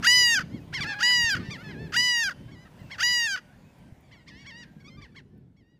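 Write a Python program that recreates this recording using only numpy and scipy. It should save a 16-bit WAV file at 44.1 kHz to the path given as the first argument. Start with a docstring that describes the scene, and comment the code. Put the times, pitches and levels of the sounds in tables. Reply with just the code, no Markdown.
"""A gull colony on an open marsh. Wind rumbles on the microphone as one close gull starts four long calls,
a second apart: each creaks upward, holds, breaks to a lower note and falls. Further gulls yelp between
them, and a distant babble swells about a second in. Thin whistles come and go, and dry stalks begin to tick.
After the fourth call the far yelps overlap, then the whole sound fades out. Every gull's voice is a pulsing
syrinx heard through a windpipe and beak."""
import sys
import numpy as np
from scipy import signal
from scipy.fft import rfft, irfft, next_fast_len
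from scipy.io import wavfile
from scipy.ndimage import uniform_filter1d

SR = 44100
rng = np.random.default_rng(int(sys.argv[2]) if len(sys.argv) > 2 else 0)


def bounce(signal):
    """Save signal as a 16-bit WAV file at the path given by the first command-line argument."""
    frames = np.transpose(np.atleast_2d(signal))
    limited = np.clip(frames, -1, 1)
    pcm = np.round(limited * 32767).astype(np.int16)
    wavfile.write(sys.argv[1], SR, pcm)


N = 255339
T = np.arange(N) / SR


# Creaky climb into the held note: time_from_lock_s, pitch_hz, relative_db, gape (0-1), effort (0-1)
CREAKY_CLIMB = [(-.048, 352, -13.5, 0, 0.6), (-.038, 466, -9.5, .3, .3), (-.029, 610, -5.5, .55, .7),
                (-.023, 682, 1.5, .8, 1), (-.015, 736, -.5, .95, 1), (-.005, 827.3, 2.5, .95, 0.7)]
# Creaky fall off the low note: time_from_release_s, pitch_hz, relative_db, gape (0-1), effort (0-1)
CREAKY_FALL = [(-.002, 737, 1, 0.2, 0), (.001, 709, -4.5, 0.24, .05), (.007, 594.4, -5.5, 0, 0.4),
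               (.012, 563, -14.5, 0.17, 0), (.02, 498, -6.5, 0.6, .21), (.032, 462, -15, .05, .1),
               (.043, 424, -26, 0, 0)]
def long_call(lock_s, top_s, break_s, break_length_s, release_s, top_hz, break_hz, bend_hz,
              climb_db, lock_db, top_db, break_db, low_db, effort, narrowing, stretch):
    """The voice climbs, locks on an arch, breaks lower and falls. Rows: s, Hz, dB, gape, effort."""
    lock_hz, low_hz, low_gape = 953.2, 833, .61
    catch_s, catch_db, recover_s = 2.014, -4, .038  # the third call catches once
    u = np.linspace(0, 1, 24)
    s = np.r_[lock_s + (top_s - lock_s) * u, top_s + (break_s - top_s) * u]
    hz = np.r_[top_hz - (top_hz - lock_hz) * (1 - u) ** 2, top_hz - (top_hz - break_hz) * u ** 1.5]
    hz -= 10 * np.clip(1 - (break_s - s) / .013, 0, 1)  # a last slip before the break
    db = np.interp(s, [lock_s, top_s, break_s], [lock_db, top_db, break_db])
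    db += catch_db * (s > catch_s) * (lock_s < catch_s) * np.exp(-np.abs(s - catch_s) / recover_s)
    gape = np.r_[np.ones_like(u), 1 - narrowing * np.sin(np.pi * u)]
    climb = np.array(CREAKY_CLIMB) * [stretch, 1, 1, 1, effort] + [lock_s, 0, climb_db, 0, 0]
    held = np.c_[s, hz, db, gape, np.full_like(s, effort)]
    low = [(break_s + break_length_s, low_hz, low_db, low_gape, 1),
           (release_s - .014, bend_hz, low_db, low_gape, .85)]
    fall = np.array(CREAKY_FALL) + [release_s, 0, low_db, 0, 0]
    return np.r_[climb, held, low, fall]


# The lead gull's phrases: lock_s, top_s, break_s, break_length_s, release_s, top_hz, break_hz, bend_hz,
# climb_db, lock_db, top_db, break_db, low_db, effort (0-1), beak_narrowing (0-1), climb_stretch (ratio)
LONG_CALLS = [(.072, .158, .343, .01, .389, 994, 908, 778, -22, -14.5, -16.7, -21, -23, 1, .4, 1.01),
              (1.031, 1.105, 1.29, .012, 1.348, 987, 904, 780, -28, -20, -19.3, -24.5, -25, .6, .3, .95),
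              (1.967, 2.045, 2.23, .011, 2.291, 991, 906, 779, -27, -20, -21, -25, -26.5, .7, .3, .99),
              (3.033, 3.108, 3.268, .012, 3.357, 980, 905, 763, -26.5, -20.5, -22.5, -26, -28, .85, .15, 1.1)]
# Its windpipe and beak resonances: frequency_hz, gain_db
NEAR_FORMANTS = [(700, -29), (1000, -23), (1500, 3.5), (1950, -1.5), (2350, -12), (2950, -2.5),
                 (3500, -9.5), (4300, -18), (4900, 0), (5500, -13), (6400, -8.5), (8400, -27), (9600, -26),
                 (15000, -34)]
def near_gull():
    """One close syrinx: bright and steady on the held note, creaky at both ends."""
    return sum(gull_voice(long_call(*row), NEAR_FORMANTS, partials=36, glide_s=.0024, fade_s=.004,
                          soft_tilt_db=-6.5, gape_shift=.05, jitter=.0003, creak=.04, creak_hz=597,
                          waver_db=.27, waver_hz=22, rasp_db=-51, breath_db=-46) for row in LONG_CALLS)


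def gull_voice(contour, throat, partials, glide_s, fade_s, soft_tilt_db, gape_shift,
               jitter, creak, creak_hz, waver_db, waver_hz, rasp_db, breath_db):
    """One call on the timeline: syrinx pulses and breath, coloured by the throat."""
    s, *columns = np.transpose(contour)
    start, end = int(s[0] * SR), int(s[-1] * SR)
    t = T[start:end]
    glide = int(glide_s * SR) + 1
    hz, db, *controls = (uniform_filter1d(np.interp(t, s, column), glide) for column in columns)
    gape, effort = controls[0], controls[-1]  # with no gape column, the beak follows the effort
    # membranes beat unevenly when slack at low pitch or retuning quickly
    slack = 1 / (1 + np.exp((hz - creak_hz) / 40))
    slide = np.tanh(np.abs(np.gradient(np.log(hz))) * SR / 8)
    hz = hz * (1 + (jitter + creak * slack) * wander(500, len(t)))
    harmonics = np.arange(1, partials + 1)[:, None]
    coarse = slice(None, None, 16)
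    partial_hz = harmonics * hz[coarse]
    # a closing beak lowers the resonances; a soft push dulls the upper partials
    gain = throat_gain(partial_hz * (1 + gape_shift * (1 - gape[coarse])), throat)
    gain *= partial_hz < .4 * SR
    gain *= undb(soft_tilt_db * (1 - effort[coarse]) * np.log2(harmonics))
    # fainter calls come from further off, through more air that soaks up the treble
    air_db = .16 * min(db.max() + 29.5, 0)
    gain *= undb(air_db * (partial_hz / 13000) ** 2)
    gain /= np.sqrt(np.sum(np.abs(gain) ** 2, axis=0) / 2)
    phase = 2 * np.pi * np.cumsum(hz) / SR + 2 * np.pi * rng.random()
    sound = 0
    for k, partial_gain in enumerate(gain, 1):
        # higher partials drop out now and then as the head turns; turbulence spreads noise around each
        waver = undb(-waver_db * min(k * k / 8, 9) * (wander(waver_hz, len(t)) ** 2 - 1.09))
        turbulence = wander(700, len(t)) + 1j * wander(700, len(t))
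        rasp = undb(rasp_db + 22 * slide) * k ** .68 * turbulence
        sound += np.real(np.interp(t, t[coarse], partial_gain) * (waver + rasp) * np.exp(1j * k * phase))
    # air hisses past the membranes, most while they retune or hang slack
    size = next_fast_len(len(t))
    bin_hz = np.fft.rfftfreq(size, 1 / SR)
    colour = np.abs(throat_gain(bin_hz, throat)) ** .48 * undb(air_db * (bin_hz / 1e4) ** 2)
    breath = unit_rms(irfft(rfft(rng.standard_normal(size)) * colour, size)[:len(t)])
    sound += breath * undb(breath_db + 26 * np.maximum(slide, slack))
    fade = np.clip(np.minimum(t - t[0], t[-1] - t) / fade_s, 0, 1)
    out = np.zeros(N)
    out[start:end] = sound * undb(db) * fade
    return out


def throat_gain(hz, throat):
    """Complex gain of windpipe and beak; a causal resonator's phase follows from its log gain."""
    grid = np.linspace(1, SR / 2, 2049)
    throat_hz, db = np.transpose(throat)
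    log_gain = np.log(undb(np.interp(np.log(grid), np.log(throat_hz), db)))
    phase = -np.imag(signal.hilbert(np.r_[log_gain, log_gain[-2:0:-1]]))[:len(grid)]
    return np.exp(np.interp(hz, grid, log_gain) + 1j * np.interp(hz, grid, phase))


# Short arched yelps: start_s, crest_s, end_s, start_hz, crest_hz, end_hz, level_db, effort (0-1)
ARCHED_YELPS = [(0.413, 0.412, .46, 1270, 1235, 907, -52, 0.8), (.495, 0.553, .605, 980, 1107, 812, -54, 1),
                (.722, 0.75, .815, 615, 1095, 652, -30, 1), (0.757, .772, .8, 727, 760, 690, -48, 0.26),
                (1.884, 1.886, 1.925, 900, 920, 684, -53, 0.2), (2.645, 2.663, 2.69, 596, 657, 550, -57, 0),
                (4.447, 4.442, 4.48, 836, 880, 586, -55, 0.4),
                (5.109, 5.125, 5.15, 1100, 1165, 1050, -69, 0.8),
                (1.379, 1.409, 1.445, 532, 620, 570, -46, 0.2),
                (1.491, 1.516, 1.578, 937, 1220, 734, -37.5, 1),
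                (2.469, 2.49, 2.512, 506, 552, 515, -56, .05),
                (2.643, 2.658, 2.695, 796, 950, 700, -58, 0.3),
                (2.771, 2.8, 2.852, 705, 1040, 790, -60, 0.5),
                (2.892, 2.923, 2.972, 631, 1120, 631, -39.5, 0.86),
                (3.055, 3.087, 3.12, 780, 1084, 624, -43, 0.9),
                (3.376, 3.39, 3.445, 1014, 993, 895, -62, 0.96),
                (4.102, 4.124, 4.165, 666, 1061, 804, -53.5, 0.67),
                (4.791, 4.808, 4.835, 806, 1143, 1030, -60.5, .95),
                (4.869, 4.882, 4.905, 1180, 1253, 1110, -49, 0.86),
                (5.002, 5.026, 5.075, 733, 1173, 677, -49.5, .75),
                (5.07, 5.075, 5.12, 960, 975, 714, -67, .75),
                (5.141, 5.172, 5.215, 643, 1126, 650, -48.5, 0.78)]
# Yelps that settle, then swell: start_s, crest_s, trough_s, swell_s, end_s,
# crest_hz, trough_hz, swell_hz, end_hz, crest_db, swell_db, effort (0-1)
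SWELLING_YELPS = [(0.8, 0.808, .856, 0.88, .95, 1181, 815.5, 888.6, 694, -29, -34.5, 1),
                  (1.678, 1.693, 1.76, 1.817, 1.89, 1054, 805.6, 884, 685, -49.5, -49, 0.54),
                  (2.496, 2.522, 2.565, 2.63, 2.65, 1123, 966, 1004, 950, -57, -58, .95),
                  (4.111, 4.127, 4.22, 4.7, 4.245, 1145, 945, 930, 905, -59.5, -63.5, .9),
                  (4.26, 4.289, 4.3, 4.425, 4.455, 1204, 930, 1130, 807, -50, -56, 1),
                  (4.266, 4.286, 4.32, 4.415, 4.442, 1084, 852, 955, 880, -53, -56.5, 1),
                  (4.438, 4.478, 4.524, 4.592, 4.652, 1129, 906, 963, 617, -45, -47, 0.94),
                  (5.556, 5.574, 5.636, 5.726, 5.789, 1120, 915, 963, 819, -70.5, -73.5, 1)]
# Even glides, some dropping at the end: start_s, end_s, start_hz, end_hz, drop_hz, level_db, effort (0-1)
HELD_NOTES = [(0.831, 0.879, 621, 745, 3, -41.5, .4), (.88, .955, 832.4, 808.4, 91, -35, .2),
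              (.94, 1.123, 821, 861.5, 199, -40, .1), (1.385, 1.474, 730, 800, 0, -55.5, .5),
              (1.42, 1.52, 880, 917, 60.5, -50.5, .75), (1.444, 1.5, 986, 948, -1, -50.5, .9),
              (1.57, 1.634, 638, 774, -2, -48, .6), (1.631, 1.727, 883, 824, 130, -46, .6),
              (4.164, 4.232, 687, 774, -1, -74, .55), (4.17, 4.235, 1010, 1096, 0, -69, .8),
              (4.92, 5.005, 640, 880, -1, -72, .3), (4.84, 4.882, 1082, 1175, -3.5, -51.5, .95),
              (4.892, 4.972, 1028, 1073, 0, -58.5, .9), (4.967, 5.01, 1192, 1170, 0.5, -55, .45)]
def far_calls():
    """Contours of the far calls; effort sinks with the pitch. Rows: s, Hz, dB, effort."""
    attack_db, release_db = -13.5, -11  # first and last level against the crest or swell
    u = np.linspace(0, 1, 16)
    leap = .4 * u + .6 * ease((u - .5) / .4)  # a rising voice ramps, then leaps
    rise = .45 * np.sin(np.pi / 2 * u) + .55 * leap
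    arch = u ** 1.4

    def leg(start, end, curve):
        return np.array(start) + np.c_[u, curve, curve] * np.subtract(end, start)

    def contour(legs, top_hz, effort):
        rows = np.vstack(legs)
        sag_hz = top_hz - rows[:, 1]
        return np.c_[rows, np.clip(effort - sag_hz / 520, 0, 1)]

    calls = []
    for start_s, crest_s, end_s, start_hz, crest_hz, end_hz, db, effort in ARCHED_YELPS:
        start = start_s, start_hz, db + attack_db
        crest = crest_s, crest_hz, db
        end = end_s, end_hz, db + release_db
        calls.append(contour([leg(start, crest, rise), leg(crest, end, arch)], crest_hz, effort))
    for (start_s, crest_s, trough_s, swell_s, end_s,
         crest_hz, trough_hz, swell_hz, end_hz, crest_db, swell_db, effort) in SWELLING_YELPS:
        start = start_s, .7 * crest_hz, crest_db + attack_db
        crest = crest_s, crest_hz, crest_db
        trough = trough_s, trough_hz, swell_db - 1
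        swell = swell_s, swell_hz, swell_db
        end = end_s, end_hz, swell_db + release_db
        legs = [leg(start, crest, rise), leg(crest, trough, ease(arch)),
                leg(trough, swell, ease(u)), leg(swell, end, u ** 4.9)]
        fresh_push = .29 * np.r_[np.zeros(2 * len(u)), ease(u), np.ones_like(u)]
        calls.append(contour(legs, crest_hz, effort + fresh_push))
    drop_s = .025
    for start_s, end_s, start_hz, end_hz, drop_hz, db, effort in HELD_NOTES:
        bend_hz = start_hz + (end_hz - start_hz) * (1 - drop_s / (end_s - start_s))
        bend = end_s - drop_s, bend_hz, db
        legs = [leg((start_s, start_hz, db), bend, u), leg(bend, (end_s, end_hz - drop_hz, db), arch)]
        calls.append(contour(legs, max(start_hz, end_hz), effort))
    return calls


# The far gulls' windpipe and beak resonances: frequency_hz, gain_db
FAR_FORMANTS = [(700, -21), (1100, -15.5), (1600, 2), (2250, 1.5), (2600, -4.5), (3300, -3), (3900, -8.5),
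                (4500, -5), (5400, -5.5), (6500, -15.5), (9000, -30), (14000, -44)]
def far_gulls(calls, partials):
    """Gulls further off: each syrinx is raspier and less steady than the lead's."""
    return sum(gull_voice(contour, FAR_FORMANTS, partials, glide_s=.008, fade_s=.013,
                          soft_tilt_db=-8.5, gape_shift=.19, jitter=.0015, creak=.0251, creak_hz=625,
                          waver_db=.35, waver_hz=35, rasp_db=-38, breath_db=-39) for contour in calls)


# Tone of the wind on the microphone: frequency_hz, density_db
RUMBLE_SPECTRUM = [(12, -36), (20, -29.5), (38, -10), (149, -0.5), (264, -8), (476, -20.5), (576, -28),
                   (634, -31.5), (900, -40), (1170, -63), (1980, -120)]
# Gusts, then the closing fade-out: time_s, level_db
WIND_LEVELS = [(0, -45.5), (.08, -49.5), (.4, -45), (.55, -39), (.66, -48.5), (.85, -40.5), (.95, -48),
               (1.3, -44.5), (1.4, -34.5), (1.6, -45.5), (1.79, -35.5), (2.13, -51.5), (2.5, -46.5),
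               (2.95, -52.5), (4.2, -54.5), (4.95, -48.5), (5.42, -52.5), (5.56, -58), (5.79, -62.5)]
def wind_rumble():
    """Wind rumbles on the microphone; stronger gusts rattle higher."""
    wind_db = np.interp(T, *np.transpose(WIND_LEVELS))
    rumble = banded_noise(RUMBLE_SPECTRUM, band_octaves=.51, swell_db=1.6 * wander(25),
                          flicker_db=1.3, flicker_hz=10, tilt_db=.15 * np.maximum(wind_db + 50.5, 0))
    return rumble * undb(wind_db)


# Sharp thumps of wind: start_s, peak_db, pitch_hz
WIND_BUFFETS = [(.211, -38, 90), (.215, -39.5, 400), (0.397, -31.5, 155), (0.434, -30.5, 170.7),
                (.544, -24, 239), (0.802, -27, 142), (.843, -30, 160), (1.191, -33, 186),
                (1.241, -29, 81.5), (1.35, -29, 120), (1.401, -23.5, 163), (1.488, -28, 142),
                (1.629, -37.5, 156), (2.461, -34.5, 127), (2.817, -36.5, 130), (2.844, -36, 148),
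                (3.11, -40, 158), (3.923, -36.5, 95), (4.765, -39.5, 190), (4.824, -48, 175)]
def wind_buffets(t60_s=.024, attack_s=.0039):
    """Each buffet kicks the microphone's diaphragm into a short low swing."""
    out, t = np.zeros(N + SR), T[:SR // 5]
    envelope = np.exp(-np.log(1000) * t / t60_s) * (1 - np.exp(-t / attack_s))
    for start_s, db, hz in WIND_BUFFETS:
        swing = np.sin(2 * np.pi * hz * t) * envelope
        out[int(start_s * SR):][:len(t)] += undb(db) * swing / np.abs(swing).max()
    return out[:N]


# Tone of the marsh's hiss: frequency_hz, density_db
HISS_SPECTRUM = [(290, -27), (500, -8), (594, -3), (638, -7.5), (941, -9.5), (1180, -15.5), (2330, -16),
                 (2540, -18), (5830, -28), (15500, -36)]
# Fader moves for the background bed: time_s, hiss_db, babble_db
BED_LEVELS = [(0, -54, -66), (.6, -59, -70.5), (.85, -56, -45), (1.2, -56.5, -42), (1.469, -56.5, -49),
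              (1.801, -58, -68), (2.601, -60.5, -74), (3.0, -58.5, -62.5), (3.95, -65, -76),
              (4.301, -66.5, -65), (4.9, -67.5, -67), (5.3, -74.5, -80), (5.79, -81.5, -84.5)]
def distant_bed():
    """The marsh beyond: a babble of gulls scattered by the reeds, over a flickering hiss."""
    s, hiss_db, babble_db = np.transpose(BED_LEVELS)
    babble = far_gulls(babble_calls(), partials=6) * undb(np.interp(T, s, babble_db))
    hiss = banded_noise(HISS_SPECTRUM, band_octaves=.19, swell_db=.55 * wander(7),
                        flicker_db=-1.6, flicker_hz=14, tilt_db=-.5)
    hiss *= undb(np.interp(T, s, hiss_db))
    return marsh_reverb(babble, t60_s=.29, wet_db=-3, top_hz=4000) + hiss


def babble_calls(count=60, spread_db=13.5, pitch_spread=.35):
    """Distant gulls repeat the same kinds of call at random moments, pitches and distances."""
    calls, kinds = [], far_calls()
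    for moment, kind, pitch, distance in rng.random((count, 4)):
        s, hz, db, effort = kinds[int(kind * len(kinds))].T
        s = s - s[0] + moment * (T[-1] - .35)
        hz = hz * (1 + pitch_spread * (pitch - .5))
        db = db - db.max() - spread_db * distance
        calls.append(np.c_[s, hz, db, effort])
    return calls


# Dry stalks in the nest: start_s, peak_db
STALK_TICKS = [(2.803, -53), (3.5768, -64), (3.7548, -68), (3.786, -57), (4.0073, -58), (5.3777, -62.5)]
def stalk_ticks(decay_s=.0032):
    """Each stalk ticks with a few milliseconds of treble crackle."""
    out, t = np.zeros(N), T[:SR // 50]
    for start_s, db in STALK_TICKS:
        crackle = np.diff(rng.standard_normal(len(t) + 2), 2) * np.exp(-t / decay_s)
        out[int(start_s * SR):][:len(t)] += undb(db) * crackle / np.abs(crackle).max()
    return out


# Thin whistles from far off: start_s, end_s, start_hz, end_hz, level_db
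THIN_WHISTLES = [(.605, .635, 2552, 2530, -65), (2.336, 2.544, 3040, 3090, -68.5),
                 (2.81, 2.894, 2790, 2630, -65.5), (3.435, 3.481, 2540, 2600, -81),
                 (3.645, 3.72, 2520, 2595, -72)]
def far_whistles():
    """Lone, slightly wavering tones."""
    out = np.zeros(N)
    for start_s, end_s, start_hz, end_hz, db in THIN_WHISTLES:
        hz = np.interp(T, [start_s, end_s], [start_hz, end_hz]) * (1 + .00127 * wander(33))
        tone = np.sqrt(2) * np.sin(2 * np.pi * np.cumsum(hz) / SR)
        gate = uniform_filter1d(1. * (T > start_s) * (T < end_s), int(.012 * SR))
        out += tone * undb(db) * gate
    return out


def marsh_reverb(dry, t60_s, wet_db, top_hz):
    """Reeds and wet ground scatter a short dull tail."""
    t = T[:int(.6 * SR)]
    tail = rng.standard_normal(len(t)) * np.exp(-np.log(1000) * t / t60_s) * (t > .006)
    tail = signal.lfilter(*signal.butter(1, top_hz, fs=SR), tail)
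    return dry + undb(wet_db) * signal.fftconvolve(dry, tail / np.sqrt(np.sum(tail ** 2)))[:N]


def banded_noise(spectrum, band_octaves, swell_db, flicker_db, flicker_hz, tilt_db):
    """Noise in bands that swell together and flicker alone; tilt_db is per octave."""
    hz, db = np.transpose(spectrum)
    size = next_fast_len(N)
    octave = np.log2(np.maximum(np.fft.rfftfreq(size, 1 / SR), 1))
    noise = rfft(rng.standard_normal(size)) * undb(np.interp(octave, np.log2(hz), db, -120, -120))
    out = np.zeros(N)
    for centre in np.arange(np.log2(hz[0]), np.log2(hz[-1]) + band_octaves, band_octaves):
        band = irfft(noise * np.clip(1 - np.abs(octave - centre) / band_octaves, 0, 1), size)[:N]
        above_peak = min(centre - np.log2(hz[db.argmax()]), 1)
        out += band * undb(swell_db + flicker_db * wander(flicker_hz) + tilt_db * above_peak)
    return unit_rms(out)


def wander(rate_hz, size=N):
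    """Random levels held 1 / rate_hz seconds and smoothed twice; spread near 1."""
    hold = max(int(SR / rate_hz), 1)
    steps = np.repeat(rng.standard_normal(size // hold + 1), hold)
    return 1.86 * uniform_filter1d(uniform_filter1d(steps, hold), hold)[:size]


def ease(x):
    return np.sin(np.pi / 2 * np.clip(x, 0, 1)) ** 2


def undb(db):
    return 10 ** (np.asarray(db) / 20)


def unit_rms(x):
    return x / np.sqrt(np.mean(x ** 2))


def scene():
    """The mono mix: lead gull in front, then the colony, the wind and the marsh."""
    near = near_gull()
    far = far_gulls(far_calls(), partials=14) + far_whistles()
    bed = distant_bed()
    wind = wind_rumble() + wind_buffets()
    near = marsh_reverb(near, t60_s=.8, wet_db=-39, top_hz=5000)
    far = marsh_reverb(far, t60_s=.11, wet_db=-19.5, top_hz=5060)
    return (near + far + wind + bed + stalk_ticks())[None]


def record(dry):
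    """The microphone cuts the top."""
    top_hz = 15500
    return signal.sosfilt(signal.ellip(10, .2, 70, top_hz, fs=SR, output="sos"), dry)


dry = scene()
out = record(dry)
bounce(out)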